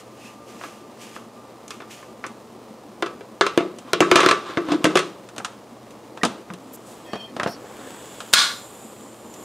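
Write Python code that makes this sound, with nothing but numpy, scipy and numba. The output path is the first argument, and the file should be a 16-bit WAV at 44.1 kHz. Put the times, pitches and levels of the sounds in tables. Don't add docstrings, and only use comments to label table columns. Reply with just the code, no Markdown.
import sys
import numpy as np
from scipy import signal
from scipy.fft import rfft, irfft, next_fast_len
from scipy.io import wavfile
from scipy.ndimage import uniform_filter1d
from numba import njit

SR = 44100
rng = np.random.default_rng(int(sys.argv[2]) if len(sys.argv) > 2 else 0)


def put_to_file(sound):
    columns = np.atleast_2d(sound).T
    safe = np.clip(columns, -1, 1)
    whole_steps = np.round(safe * 32767)
    wavfile.write(sys.argv[1], SR, whole_steps.astype(np.int16))


N = 416304
TIME = np.arange(N) / SR
AGE = np.arange(int(.8 * SR)) / SR


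# start_s, strength_db, weight_db (added to the thud), hardness_db (added per band above the ring)
LID_KNOCKS = [(0.612,-37,-4,-9),(.637,-33,-8,-4.5),(1.163,-34.5,-3,-7.5),(1.68,-57.5,0,15.5),(1.706,-37,-12,6.5),(1.802,-40,-4,-2),(1.82,-42.5,2,-2),(2.028,-42.5,-15,-12),(2.24,-28.5,-12,-7),(2.265,-50,11,12),
              (3.024,-21.5,1,-1.5),(3.061,-31.5,-3,0.5),(3.208,-43.5,7,-0.5),(3.41,-11.5,-5,-1),(3.465,-20.5,-4,1),(3.576,-18.5,8,1),(3.606,-33.5,13.5,0),(3.933,-17.5,-1,3),
              (4.005,-12.5,5.5,3),(4.023,-16.5,-24,-10),(4.114,-9.5,-0.5,0),(4.157,-7,-3.5,2.5),(4.175,-22,-12,-6),(4.19,-13,-16,-10),(4.204,-17.5,-0.5,3),(4.232,-16,-3.5,-3),(4.262,-10.5,-1.5,-1),(4.287,-12,-8,1),(4.311,-13.5,-4.5,1),
              (4.572,-21,4.5,-4),(4.686,-31.5,5,-2.5),(4.719,-26,8,2),(4.843,-18.5,5,4.5),(4.853,-17,-1,0),(4.866,-33,-2,4),(4.955,-16,3,1.5),(4.971,-16.5,-5,2.5),(4.991,-27.5,-12,6)]
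# pitch_hz, level_db, t60_s
LID_MODES = [(159.4, -18.5, 0.41), (188.2, -17, 0.49), (344, -2.5, 0.12), (488, -29, 0.16),
             (675.7, -1.5, 0.11), (1060, 2.5, 0.11), (1133, -1.5, 0.19), (1167, -3.5, 0.33),
             (1283, -6, 0.34), (1312, -2.5, 0.17), (1290, -12.5, 0.32), (1704, -3.5, 0.082),
             (2050, -12, 0.2), (2340, -27, 0.19), (2600, -22, 0.31), (2744, -13.5, 0.25), (3160, -9, 0.076),
             (3480, -3.5, 0.067), (3720, -18.5, 0.35), (4040, -23.5, 0.4), (4400, -45, 0.27)]
# frequency_hz, level_db (per Hz)
LID_COLOUR = [(60, -26), (160, -19), (250, -11.5), (340, 10.5), (440, 4), (670, -2), (800, -5), (1170, 5),
              (1870, -5.5), (3500, -7), (9000, -25.5), (15500, -49)]
KNOCK_BANDS_DB = [-1.6, 0, -6, -17]
# time_s, pitch_hz
HOLLOW_NOTE = [(3.02,400),(3.41,396),(3.58,352.5),(4.3,355),(4.6,346),(4.71,299),(4.76,303),(4.85,310.5),(4.95,364)]
BOOM_DB, BOOM_FULL_DB, BOOM_FALLOFF = 5, -13, 0.57


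def lid():
    out = np.zeros(N)
    for start_s, strength_db, weight_db, hardness_db in LID_KNOCKS:
        blow = strike(LID_COLOUR, contact_db=3.5, crack_t60=0.068, tail_db=-12.5, tail_t60=0.41)
        dome = undb(-8.5) * ring(LID_MODES, scatter_db=2.0, detune=.003)
        dome = dome + undb(-7) * overtones(LID_COLOUR, t60=0.16, count=45)
        knock = voice(blow + dome, KNOCK_BANDS_DB, weight_db, hardness_db, snap=0.2, snap_t60=0.079)
        add(out, start_s, undb(strength_db) * knock)

        thud_db = strength_db + weight_db
        boom_db = thud_db + BOOM_DB - BOOM_FALLOFF * max(BOOM_FULL_DB - thud_db, 0)
        hollow_hz = np.interp(start_s, *np.transpose(HOLLOW_NOTE))
        add(out, start_s, undb(boom_db) * boom(hollow_hz))
    return out


# peak_s (hardest push), rise_s, fall_s (20 dB each), level_db
SLIDES = [(3.9,0.1,0.072,-41.5),(4.18,0.09,.1,-18),(4.27,0.13,0.059,-19),(4.49,.09,0.14,-29.5),(4.729,.07,0.042,-22.5),(4.92,0.21,0.17,-33)]
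# peak_s (hardest push), rise_s, fall_s (20 dB each), level_db
JUDDERS = [(4.599,0.018,0.071,-32),(4.66,.05,.12,-25.5),(4.738,.06,.035,-22),(4.81,0.025,0.015,-29)]


def scrape():
    slips = crackle(rate=670, spread_db=2.0)
    lid_ring = ring(LID_MODES, scatter_db=2.0, detune=0.0045)
    body = unit(signal.fftconvolve(slips, lid_ring)[:N])
    grit = colour(slips + 0.17 * rng.standard_normal(N), LID_COLOUR)
    slide = undb(-7) * body + undb(-2.5) * grit

    hollow_hz = np.interp(TIME, *np.transpose(HOLLOW_NOTE))
    unsteady_hz = hollow_hz * (1 + 0.0244 * walk(90))
    phase = 2 * np.pi * np.cumsum(unsteady_hz) / SR
    judder = unit(np.sin(phase) * undb(4.1 * walk(87)))
    slide_gain = sum(surge(*row) for row in SLIDES)
    judder_gain = sum(surge(*row) for row in JUDDERS)
    return slide_gain * slide + judder_gain * judder


# start_s, strength_db, weight_db (added to the thud),
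# hardness_db (added per band above the ring)
HANDLE_CLACKS = [(3.786,-48.5,2,7.5),(5.288,-50,-3,5.5),(5.363,-46,2,4),(5.381,-36.5,-1,5.5),(5.4,-37,-2.5,-16),(5.447,-30,-16,4),(5.907,-58,-2,7.5),(6.174,-39.5,-2,-2),(6.233,-19,-2,0),(6.25,-26,3,4.5),
                 (6.502,-38,-8,-7),(6.537,-44.5,-1,4.5),(7.133,-31.5,3,-3.5),(7.155,-37.5,3,-2.5),(7.365,-36,3.5,-1),(7.39,-48,12.5,-6),(7.398,-25,-6,-4.5),(7.432,-28.5,-2,0.5),(7.461,-27.5,4.5,-11),(7.474,-34.5,3,-0.5),(8.204,-36.5,-13,3),(9.34,-58.5,5,12)]
# pitch_hz, level_db, t60_s
HANDLE_MODES = [(194, -7.5, 0.43), (232, -14.5, 0.39), (689, 5, 0.18), (1300, -3, 0.07), (1800, 4, 0.088),
                (2340, -19, 0.11), (3330, -25, 0.18)]
# frequency_hz, level_db (per Hz)
HANDLE_COLOUR = [(60, -17), (226, -6), (600, -8.5), (1290, 5.5), (1850, -5.5), (2200, -12), (2700, -8),
                 (3700, -9), (4700, -15), (9000, -25), (15500, -52)]
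CLACK_BANDS_DB = [3, 3, -4, -12]
# start_s, level_db, pitch_hz
PRESSES = [(6.241, -17.5, 231), (6.502, -26, 180)]


def handle():
    out = np.zeros(N)
    for start_s, strength_db, weight_db, hardness_db in HANDLE_CLACKS:
        blow = strike(HANDLE_COLOUR, contact_db=1, crack_t60=0.088, tail_db=-14.5, tail_t60=0.41)
        blow = blow + undb(-22.5) * ring(HANDLE_MODES, scatter_db=0.0, detune=0.0143)
        clack = voice(blow, CLACK_BANDS_DB, weight_db, hardness_db, snap=0.25, snap_t60=0.054)
        add(out, start_s, undb(strength_db) * clack)
    for start_s, level_db, pitch_hz in PRESSES:
        add(out, start_s, undb(level_db) * boom(pitch_hz))
    return out


# start_s, level_db
LOCK_HITS = [(8.3297, -20.5), (8.3361, 8.5)]
# pitch_hz, level_db, t60_s
SHELL_MODES = [(1023, -22, 0.26), (1097, -14.5, 0.33), (1165, -14, 0.45), (1590, -19, 0.29),
               (1683, -8, 0.28), (2030, -29, .3), (2230, -17, 0.31), (2922, -17, 0.33), (3630, -14, 0.4),
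               (3480, -15, 0.3), (4030, -22, 0.35), (4580, -13, 0.29), (5400, -21, .3), (6300, -27, 0.3),
               (8350, -23, 0.3)]
# frequency_hz, level_db (per Hz)
LOCK_COLOUR = [(80, -19.5), (230, -14.5), (400, -20.5), (800, -12.5), (1150, -3), (1650, -1.5),
               (2000, -9.5), (2900, -8), (3900, -0.5), (5500, -10), (8500, -15.5), (12000, -27),
               (15500, -34)]


def lock():
    crack_colour = [(300, -48), (1200, 12.0), (4000, 2), (8700, 6), (12000, -6), (15500, -10)]
    out = np.zeros(N)
    for start_s, level_db in LOCK_HITS:
        blow = strike(LOCK_COLOUR, contact_db=0, crack_t60=0.054, tail_db=-10.5, tail_t60=0.35)
        shell = undb(-11) * ring(SHELL_MODES, scatter_db=1.2, detune=.001)
        shell = shell + undb(-15) * overtones(LOCK_COLOUR, t60=0.38, count=40)
        crack = colour(rng.standard_normal(len(AGE)), crack_colour) * fade(0.04)
        add(out, start_s, undb(level_db) * (blow + shell + undb(3.0) * crack))
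    return out


# start_s, length_s, pitch_hz, width_hz, level_db
RUBS = [(.2,0.11,2600,250,-50),(6.213,.012,1890,120,-37),(6.728,.036,12000,4500,-44.5),(6.73,0.035,7500,3000,-48),(6.854,0.11,7950,7000,-51),(7.46,0.1,5430,600,-44.5),(7.465,0.11,4500,450,-49),(7.47,.07,9900,9000,-50.5),(7.588,0.45,1510,895,-50),(7.748,0.3,3340,700,-58)]
# start_s, length_s, level_db (added to every partial)
SQUEAK = (7.05, 0.27, -1.5)
# pitch_hz, level_db
SQUEAK_PARTIALS = [(1790,-52),(2020,-55),(2500,-48.5),(3200,-45.5),(4450,-51.5),(5470,-58)]
SQUEAK_SAG = .035


def squeals():
    out = np.zeros(N)
    for start_s, length_s, pitch_hz, width_hz, level_db in RUBS:
        flutter = undb(level_db + 1.2 * walk(45))
        out += arch(start_s, length_s) * flutter * resonance(pitch_hz, width_hz)

    start_s, length_s, squeak_db = SQUEAK
    progress = np.clip((TIME - start_s) / length_s - .5, -1, 1)
    pitch = 1 - SQUEAK_SAG * progress + 0.00304 * walk(40)
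    squeak = np.zeros(N)
    for pitch_hz, level_db in SQUEAK_PARTIALS:
        stutter = undb(level_db + 5.7 * walk(50))
        rough_pitch = pitch + .02 * walk(600)
        squeak += stutter * np.sin(2 * np.pi * pitch_hz * np.cumsum(rough_pitch) / SR)
    return out + undb(squeak_db) * arch(start_s, length_s) * squeak


# peak_s, rise_s, fall_s (20 dB each), level_db
SPURTS = [(0,.02,.05,-46.5),(.26,0.18,0.15,-46.5),(.49,0.046,0.21,-49),(.64,0.081,0.24,-44.5),(1.02,0.052,0.27,-43),(1.16,0.03,0.029,-47),(1.71,0.024,0.16,-47),(1.912,0.02,0.2,-41.5)]
# frequency_hz, level_db (per Hz)
SIZZLE_COLOUR = [(820, -35), (1400, -5), (2250, -2), (2640, 1), (3870, -7), (6660, -5.5), (12200, -15.5),
                 (15500, -25)]
# time_s, level_db
STEAM = [(6.6,-63),(7.0,-52.5),(7.4,-83),(7.62,-55),(7.9,-46.5),(8.2,-45),(8.75,-50.5),(9.28,-57),(9.44,-49.5)]
# frequency_hz, level_db (per Hz)
STEAM_COLOUR = [(900, 1), (1700, -2.5), (2100, -6.5), (3400, -2), (4200, -9), (6000, -12), (6700, -5),
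                (7400, -9), (8100, -12.5), (9200, -10), (10100, -14), (11000, -11.5), (12200, -18),
                (15500, -18)]
# pitch_hz, width_hz, open_db (before locking), locked_db (after)
WHISTLES = [(7210,450,-9.5,-2),(7940,400,-8.5,-6.5),(8600,1000,-17,-6.5),(10060,900,-18,-10),(11950,1800,-18,-8)]
WHISTLE_DRIFT = .004


def hiss():
    sizzle = colour(rng.standard_normal(N) + 3.4 * crackle(rate=890, spread_db=1.5), SIZZLE_COLOUR)
    steam = colour(rng.standard_normal(N) + crackle(rate=500, spread_db=6.0), STEAM_COLOUR)
    steam = steam * undb(0.51 * walk(21))
    locked = TIME > LOCK_HITS[-1][0]
    for pitch_hz, width_hz, open_db, locked_db in WHISTLES:
        wander = 2 * np.pi * pitch_hz * WHISTLE_DRIFT * np.cumsum(walk(6)) / SR
        whistle = np.real(signal.hilbert(resonance(pitch_hz, width_hz)) * np.exp(1j * wander))
        level_db = np.where(locked, locked_db, open_db) + 1.8 * walk(9.1)
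        steam = steam + undb(level_db) * whistle
    return sum(surge(*row) for row in SPURTS) * sizzle + swell(STEAM) * steam


# time_s, level_db
BOIL = [(0,-42),(2.5,-41.5),(3.4,-41.5),(4.6,-39.5),(5.3,-41.5),(7.0,-40.5),(7.7,-38),(8.3,-41.5),(9.44,-40)]
# frequency_hz, level_db (per Hz)
BOIL_COLOUR = [(25, -32), (60, -10.5), (95, -9.5), (125, -5.5), (160, -8), (228, 3.5), (262, -6), (300, 1),
               (380, -2.5), (520, -1.5), (741, -6.5), (1200, -9), (1490, -18.5), (3000, -22.5), (8000, -28),
               (15500, -37.5)]
POT_HZ, POT_WIDTH_HZ, OPEN_POT_DB = 1195, 20, -55.5
COVERED_S, COVER_FALL_S = 2.08, .4


def boil():
    bubbles = np.zeros(N)
    for when, pitch, size in rng.random((1500, 3)):
        hz = 210 * 5 ** pitch
        age = np.arange(int(24 * SR / hz)) / SR
        life = age / age[-1]
        shape = np.exp(-5 * life) - np.exp(-40 * life)
        tone = np.sin(2 * np.pi * hz * age * (1 + 0.06 * life))
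        add(bubbles, when * TIME[-1], undb(20.7 * size ** 3 - 7 * pitch) * shape * tone)

    froth = colour(rng.standard_normal(N) + 5.3 * crackle(rate=400, spread_db=1.5), BOIL_COLOUR)
    froth = froth * undb(0.47 * walk(23))
    wall_db = OPEN_POT_DB - 20 * np.maximum(TIME - COVERED_S, 0) / COVER_FALL_S
    wall = undb(wall_db) * resonance(POT_HZ, POT_WIDTH_HZ)
    return swell(BOIL) * (undb(-2.21) * froth + undb(-9) * unit(bubbles)) + wall


def hum():
    return undb(-57) * unit(np.sin(2 * np.pi * 119.5 * TIME))


def strike(spectrum, contact_db, crack_t60, tail_db, tail_t60):
    contact, crack, tail = (colour(rng.standard_normal(len(AGE)), spectrum) for _ in range(3))
    room = undb(tail_db) * tail * fade(tail_t60) * (1 - fade(0.11))
    return undb(contact_db) * contact * fade(0.021) + crack * fade(crack_t60) + room


def ring(modes, scatter_db, detune):
    out = 0
    for hz, level_db, t60 in modes:
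        weighting, loading, sign = rng.standard_normal(3)
        tone = np.sin(2 * np.pi * hz * (1 + detune * loading) * AGE)
        out = out + np.sign(sign) * undb(level_db + scatter_db * weighting) * fade(t60) * tone
    return out


def overtones(spectrum, t60, count):
    lines = np.zeros(len(AGE) // 2 + 1, complex)
    place, phase = rng.random((count, 2)).T
    hz = 1400 + 9000 * place ** 1.5
    lines[(hz * len(AGE) / SR).astype(int)] = np.exp(2j * np.pi * phase)
    return colour(irfft(lines, len(AGE)), spectrum) * fade(t60)


BAND_EDGES = [90, 700, 2400, 6000, 12300]


def voice(blow, bands_db, weight_db, hardness_db, snap, snap_t60):
    attack = int(.015 * SR)
    out = 0
    for k, level_db in enumerate(np.add(bands_db, [weight_db, 0, hardness_db, 2 * hardness_db])):
        band_filter = signal.butter(3, BAND_EDGES[k:k + 2], "band", fs=SR, output="sos")
        band = signal.sosfilt(band_filter, blow) * (1 + snap * k * fade(snap_t60))
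        out = out + undb(level_db) * band / np.sqrt(np.mean(band[:attack] ** 2))
    return out


def boom(hz):
    note = np.sin(2 * np.pi * hz * AGE) * fade(.18) * (1 - fade(0.0051))
    around_note = signal.butter(2, [0.86 * hz, 1.21 * hz], "band", fs=SR, output="sos")
    echo = unit(signal.sosfilt(around_note, rng.standard_normal(len(AGE))))
    return undb(-3.4) * note + undb(-11.5) * echo * fade(.36)


def resonance(hz, width_hz):
    size = next_fast_len(N, real=True)
    bins = np.arange(size // 2 + 1) * SR / size
    response = 1 / (1 + ((bins - hz) / width_hz * 2) ** 2)
    return unit(irfft(rfft(rng.standard_normal(size)) * response, size)[:N])


def crackle(rate, spread_db):
    size = undb(spread_db * np.minimum(rng.exponential(size=N), 5))
    return (rng.random(N) < rate / SR) * rng.choice([-1, 1], N) * size


def colour(x, spectrum):
    hz, db = np.transpose(spectrum)
    bins = np.maximum(np.arange(len(x) // 2 + 1) * SR / len(x), 1)
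    gain = undb(np.interp(np.log(bins), np.log(hz), db))
    return unit(irfft(rfft(x) * gain, len(x)))


def walk(rate):
    k = int(SR / rate)
    steps = np.repeat(rng.standard_normal(N // k + 1), k)
    return unit(uniform_filter1d(uniform_filter1d(steps, k), k)[:N])


def swell(curve):
    time_s, level_db = np.transpose(curve)
    return undb(np.interp(TIME, time_s, level_db, left=-120, right=-120))


def surge(peak_s, rise_s, fall_s, level_db):
    away = np.maximum((peak_s - TIME) / rise_s, (TIME - peak_s) / fall_s)
    return undb(level_db - 20 * np.minimum(away, 10))


def arch(start_s, length_s):
    life = np.clip((TIME - start_s) / length_s, 0, 1)
    return np.sqrt(4 * life * (1 - life))


def fade(t60):
    return np.exp(-np.log(1000) * AGE / t60)


def undb(db):
    return 10 ** (np.asarray(db) / 20)


def unit(x):
    return x / np.sqrt(np.mean(x ** 2))


def add(track, start_s, sound):
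    i = int(start_s * SR)
    track[i:i + len(sound)] += sound[:N - i]


def diffuse(mid):
    wall_colour = [(40, 0), (130, -6), (300, -3.0), (1000, -3.0), (4000, 1.5), (8000, 1.0), (14000, 3.0)]
    walls = colour(rng.standard_normal(len(AGE)), wall_colour) * fade(0.034)
    return undb(-16.0) * signal.fftconvolve(mid, walls / np.linalg.norm(walls))[:N]


def scene():
    mid = lid() + scrape() + handle() + lock() + squeals() + hiss() + boil() + hum()
    side = diffuse(mid)
    return np.array([mid + side, mid - side])


@njit
def duck(over_db, attack, release):
    out, held = np.empty(len(over_db)), 0.
    for i in range(len(over_db)):
        held += (over_db[i] - held) * (attack if over_db[i] > held else release)
        out[i] = held
    return out


def record(dry):
    attack_s, release_s, look_ahead_s, ceiling_db = .0004, .035, .0005, -2.0
    low_cut_hz, top_hz = 106, 15500
    peak_db = 20 * np.log10(np.abs(dry).max(axis=0) + 1e-9)
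    over_db = np.maximum(peak_db - ceiling_db, 0)
    reduction_db = duck(over_db, 1 / (attack_s * SR), 1 / (release_s * SR))
    limited = dry * undb(-np.roll(reduction_db, -int(look_ahead_s * SR)))
    bass_cut = signal.butter(1, low_cut_hz, "high", fs=SR, output="sos")
    treble_cut = signal.ellip(8, .2, 70, top_hz, fs=SR, output="sos")
    return signal.sosfilt(treble_cut, np.clip(signal.sosfilt(bass_cut, limited), -1, 1))


dry = scene()
out = record(dry)
put_to_file(out)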